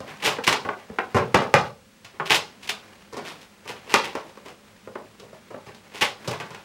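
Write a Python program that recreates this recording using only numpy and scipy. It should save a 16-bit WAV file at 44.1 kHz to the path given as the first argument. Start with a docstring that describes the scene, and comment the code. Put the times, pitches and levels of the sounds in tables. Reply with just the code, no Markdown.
"""A cardboard and plastic pack is handled near a table microphone in a small room, for 6.6 s.
Knocks and short rips start at once; the hardest knocks land near 1.3-1.5 s, rips cluster near 2.3 s,
another hard knock hits near 3.9 s, then softer ones, with a last flurry of rips and knocks from 5.9 s.
Knocks and rips are bursts of crackling noise through box resonances and room tails. Throughout, pieces
slide (scrape-coloured crackle) over hiss, a fan hum (two narrow noise bands) and a faint screen whine (a sine).
"""
import sys
import numpy as np
from scipy import signal
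from scipy.fft import rfft, irfft, next_fast_len
from scipy.io import wavfile
from scipy.ndimage import uniform_filter1d

SR = 44100
rng = np.random.default_rng(int(sys.argv[2]) if len(sys.argv) > 2 else 0)


def to_wav(s):
    """Save 16-bit WAV."""
    ch = np.atleast_2d(s).T  # columns
    pcm = np.round(np.clip(ch, -1, 1) * 32767)  # PCM
    wavfile.write(sys.argv[1], SR, pcm.astype(np.int16))


N = 292824  # length [samples]
SPAN = 2 ** 15  # transform length of one burst [samples]
SNAP_OCT_PER_DB = 0.017  # crisper contact, higher snap [octaves per dB of click]
PANEL_SHARE = 0.5  # the panel follows the snap part of the way [dB per dB]

# Knocks on the box; snap, click and thump levels are relative to the hollow ring:
# (time [s], hollow ring level [dB], snap [dB], click [dB], contact decay time [s], thump [dB])
KNOCKS = [(0.004, -25, -12, -13, .002, -5), (0.386, -20.5, -12, -30, .003, -14),
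          (0.476, -16, 6, 0, .004, -7), (0.526, -21, 6, 1, .004, -30), (0.65, -24.5, -8, -23, .006, -9),
          (0.689, -22, 0, -38, .003, -27), (0.899, -29, -23, -28, .003, 0),
          (0.986, -19.5, 2, -30, .0034, -20), (1.146, -15.5, -9, -18, .009, 0.5),
          (1.166, -16, -7, -19, .013, -20), (1.344, -8, -2, -12, .005, -7),
          (1.418, -22, -8, -19.5, .009, -14.5), (1.54, -4, -2, -13, .003, -8),
          (2.047, -52, 10.5, 9.5, .007, 2), (2.199, -25.5, 0, -36, .008, -9),
          (3.127, -33.5, -9, -10, .015, -11.5), (3.168, -29, -7, -9, .01, -21),
          (3.655, -39, -3, -10, .005, -5), (3.94, -9, 4, -1, .002, -30), (4.152, -21, -7, -14, .0044, -20),
          (4.373, -36.5, -10, -14, .0036, -23), (4.874, -29, -18, -28, .003, -13),
          (4.955, -26, -11, -40, .004, -31), (5.198, -42, -14, -1, .005, -8),
          (5.33, -35, -20, -19, .004, -12), (5.505, -35, -13, -20, .007, -13),
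          (5.543, -27.5, -20, -36, .005, -29), (5.665, -40.5, -2, -7, .0045, -0.5),
          (5.747, -53, -1, 8, .0035, -6), (6.276, -23, -12, -5.5, .008, -2),
          (6.33, -31.5, 0, -8.5, .007, -18), (6.401, -33, 5.5, -5.5, .006, -6),
          (6.506, -38, -1, -5, .006, -3), (6.547, -40, 7, 0, .0026, -15)]


def knocks():
    """Fingers and table edge strike the box: sudden contact with a strong first blow."""
    return bursts(KNOCKS, pitch_hz=2250, lift_db=3, rise=0.23, spiky_db=4.0, blow=0.32,
                  breadth=1.26, sheen_hz=7000, wet_db=-2.77)


RIP_THUMP_DB = -10  # over the hollow ring: one thump level shared by all rips
# Tears of seams and film; snap and click levels are relative to the hollow ring:
# (time [s], hollow ring level [dB], snap [dB], click [dB], tear decay time [s])
RIPS = [(0.07, -49, 7, -18, .04), (0.199, -49, 6, -1, .014), (0.223, -32, 2, -4, .013),
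        (0.24, -28, 0, 3, .028), (0.253, -32, 4, 6, .023), (0.273, -22, 2, -13, .007),
        (0.364, -37, 2, -15, .007), (0.438, -37, 6, 7, .007), (0.468, -28, 3, 4, .02),
        (0.489, -34, 0, 10, .005), (0.785, -48, -0.5, -8, .022), (2.138, -50, -6, -30, .015),
        (2.256, -48, 12, 9, .025), (2.298, -23, 7, 1, .01), (2.316, -26, 10, 4, .012),
        (2.344, -29, 7, 10, .011), (2.626, -51, 4, 7, .02), (2.674, -46, 5, 10, .005),
        (2.691, -36, 10, 10, .011), (3.251, -48, 7, 5, .034), (3.28, -48, -5, 5, .012),
        (3.41, -54, -12, 6, .015), (3.675, -45, 1, 4, .018), (3.689, -35, -1, -3.5, .016),
        (3.759, -52, 5.5, -3, .018), (3.863, -43, -5, -9, .045), (3.896, -40, 5, 2, .045),
        (4.039, -38, 5.5, 1, .022), (4.284, -49, -7, -6, .014), (4.452, -41, -6, -8.5, .018),
        (4.479, -43, -6, -5, .016), (5.219, -45, -20, -14, .03), (5.682, -40, -6, -12, .009),
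        (5.913, -56, 5, -5, .02), (5.94, -41.5, -1, -1, .045), (6.01, -28, 6, 3.5, .023),
        (6.023, -29, 14, -1, .0054), (6.31, -30, -8, -3, .006)]


def rips():
    """Seams and film give way: a swelling run of snaps with little first blow."""
    tears = [(*row, RIP_THUMP_DB) for row in RIPS]
    return bursts(tears, pitch_hz=2500, lift_db=2.5, rise=0.3, spiky_db=5.5, blow=0.15,
                  breadth=1.26, sheen_hz=12000, wet_db=-4.5)


def bursts(table, pitch_hz, lift_db, rise, spiky_db, blow, breadth, sheen_hz, wet_db):
    """Short forces on the box: hollow ring, thump, panel, snap and click, each answered by the room."""
    start_s, ring_db, snap_db, click_db, length, thump_db = np.transpose(table)[:, :, None]
    panel_db = lift_db + PANEL_SHARE * snap_db
    snap_hz = pitch_hz * 2 ** (SNAP_OCT_PER_DB * click_db)  # pitch_hz: click as loud as the ring

    t = np.arange(SR // 5) / SR
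    hz = np.fft.rfftfreq(SPAN, 1 / SR)
    length = np.clip(length, 1e-3, 0.1)
    shape = (1 - np.exp(-t / (rise * length))) * np.exp(-t / length)
    shape = shape / shape.max(axis=1, keepdims=True)
    energy = np.sqrt(np.sum(shape ** 2, axis=1, keepdims=True))  # root of the envelope's energy
    chatter = shape * crackle(shape.shape, spiky_db, grain=40)
    first_contact = blow * energy * (t == 0)
    force = rfft(chatter + first_contact, SPAN)

    # even strength from range to range, uneven within each
    broad = uniform_filter1d(np.abs(force) ** 2, size=280, axis=1)
    direct = force / np.sqrt(broad) * box(hz)
    first_wall_delay = np.exp(-2j * np.pi * hz * 0.004)  # 4 ms
    walls = first_wall_delay * rfft(tails(count=len(table)), SPAN)

    def part(colour, order):
        """Each part of a burst gets its own random room tail, so the parts blend without cancelling."""
        dry_part = direct * colour
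        wet_part = dry_part * np.roll(walls, order, axis=0)
        return unit(dry_part) + amp(wet_db) * unit(wet_part)

    hollow = part(peak(hz, 440, 636) ** 3, order=0)
    thump = amp(thump_db) * part(peak(hz, 140, 220) ** 3, order=1)
    panel = amp(panel_db) * part(peak(hz, 1056, 920) ** 2, order=2)
    snap = amp(snap_db) * part(peak(hz, snap_hz, breadth * snap_hz) ** 3, order=3)
    click = amp(click_db) * part(peak(hz, 4630, sheen_hz) ** 2 * peak(hz, 2580, 4000), order=4)
    mix = irfft(hollow + thump + panel + snap + click, SPAN)[:, :SR * 2 // 3]
    heard = amp(ring_db) * energy * mix

    out = np.zeros(N + SPAN)
    for start, row in zip(start_s[:, 0], heard):
        out[round(start * SR):][:len(row)] += row
    return out[:N]


# Resonant modes of the box: (frequency [Hz], width [Hz], boost of the mode alone [dB])
BOX = [(124, 120, 17.5), (200, 100, 15), (422, 135, 17.5), (567, 130, 13.5), (723, 180, 6.5),
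       (787, 150, 7.5), (1035, 210, 8), (1400, 85, 8.5), (1940, 106, 2.5), (2560, 410, 2.5), (5050, 130, 4)]


def box(hz):
    """The hollow box lifts its modes out of anything that shakes it."""
    return 1 + sum((amp(db) - 1) * peak(hz, centre, width) for centre, width, db in BOX)


# Fader moves for the sliding pieces: (time [s], level [dB])
SLIDE = [(0.0, -60), (0.11, -40), (0.3, -62), (0.55, -44), (0.8, -53), (1.68, -46), (1.78, -75),
         (2.12, -56), (2.94, -51), (3.14, -58), (3.29, -41), (3.5, -57), (4.07, -47), (4.55, -57),
         (5.97, -55), (6.16, -56), (6.25, -43), (6.64, -52)]
# Colour of the scrape, relative density: (frequency [Hz], level per Hz [dB])
SCRAPE = [(88, -53), (150, 3), (186, 0.5), (309, 0.5), (821, -1.5), (941, -2.5), (2360, -5.5),
          (7470, -20.5), (16000, -31)]


def sliding():
    """Card rubs on card and cloth: uneven noise, blurred by the walls."""
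    rub = crackle((1, N), spiky_db=2.5, grain=300)[0]
    rub = rub + amp(-13.0) * signal.fftconvolve(rub, tails(count=1)[0])[:N]
    rub = unit(filtered(rub, lambda hz: amp(along(SCRAPE, hz))))
    time_s, level_db = np.transpose(SLIDE)
    return amp(np.interp(np.arange(N) / SR, time_s, level_db)) * rub


# Decay of the room: (frequency [Hz], time to fall 60 dB [s])
WALLS = [(100, 0.46), (260, 0.34), (700, 0.32), (1840, 0.23), (4850, 0.31), (12800, 0.19)]


def tails(count):
    """Answers of the walls with energy 1, each frequency dying at its own speed."""
    noise = rng.standard_normal((count, SR // 2))
    hz, t, spectrum = signal.stft(noise, SR, nperseg=256)
    decay = amp(-60 * t / along(WALLS, hz)[:, None])
    tail = signal.istft(spectrum * decay, SR, nperseg=256)[1]
    length = tail.shape[1]
    lumps = np.repeat(rng.standard_normal((count, length // 200 + 1)), 200, axis=1)[:, :length]
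    tail = tail * amp(2.34 * lumps)  # single walls and furniture stand out of the blur
    return unit(tail) / np.sqrt(length)


AIR_DB = -55.5  # rms level of the hiss
WHINE_HZ, WHINE_DB = 15735, -75  # screen whine, rms level
# Colour of room and microphone noise, relative density: (frequency [Hz], level per Hz [dB])
AIR = [(8.2, -53), (14, -17.5), (48, -2), (92, 0), (147, -6.5), (198, 10), (298, -5.5), (477, -4), (537, 2),
       (660, -14), (1120, -8), (2550, -10), (8270, -17), (14500, -27.5), (15800, -34)]
# Bands of the fan hum, each filtered twice: (frequency [Hz], width of one pass [Hz], rms level [dB])
FAN = [(103.8, 10.5, -66), (208.7, 25, -62)]


def room_tone():
    """Steady hiss, the blurred hum of a fan as narrow noise bands and a thin sine whine of a screen."""
    hiss = unit(filtered(rng.standard_normal(N), lambda hz: amp(along(AIR, hz))))
    tone = amp(AIR_DB) * hiss
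    for centre, width, db in FAN:
        hum = filtered(rng.standard_normal(N), lambda hz: peak(hz, centre, width) ** 2)
        tone = tone + amp(db) * unit(hum)
    whine = np.sqrt(2) * np.sin(2 * np.pi * WHINE_HZ * np.arange(N) / SR)
    return tone + amp(WHINE_DB) * whine


def crackle(shape, spiky_db, grain):
    """Noise whose strength jumps every grain samples: fibres and film snap one by one."""
    rows, n = shape
    jumps = np.repeat(rng.standard_normal((rows, n // grain + 1)), grain, axis=1)[:, :n]
    return unit(rng.standard_normal(shape) * amp(spiky_db * jumps))


def peak(hz, centre_hz, width_hz):
    """A resonance of gain 1 at its centre."""
    return 1j * hz * width_hz / (centre_hz ** 2 - hz ** 2 + 1j * hz * width_hz)


def filtered(x, response):
    """x shaped by a response of frequency, with zero padding for the ring-out."""
    m = next_fast_len(N + SR // 2)
    return irfft(rfft(x, m) * response(np.fft.rfftfreq(m, 1 / SR)), m)[:N]


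def along(points, hz):
    """Values between (Hz, value) points, read on a log frequency axis."""
    f, v = np.transpose(points)
    return np.interp(np.log(hz + 1), np.log(f + 1), v)


def amp(db):
    """Gain of a level in dB."""
    return 10 ** (np.asarray(db) / 20)


def unit(x):
    """x at rms 1 along its last axis."""
    return x / np.sqrt(np.mean(np.abs(x) ** 2, axis=-1, keepdims=True) + 1e-20)


def scene():
    """All sources at one microphone."""
    return (knocks() + rips() + sliding() + room_tone())[None]


def record(dry):
    """Gain control leans back after loud moments, peaks flatten at full scale, and the band ends."""
    keep = np.exp(-1 / (0.25 * SR))  # 0.25 s smoothing
    power = signal.lfilter([1 - keep], [1, -keep], dry[0] ** 2)
    knee_power = amp(-33)  # a mean square, so an rms level of -16.5 dB
    ducked = dry[0] * (1 + power / knee_power) ** -0.08
    held = ducked / (1 + np.abs(ducked) ** 6) ** (1 / 6)
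    return filtered(held, lambda hz: hz < 15850)[None]


dry = scene()
out = record(dry)
to_wav(out)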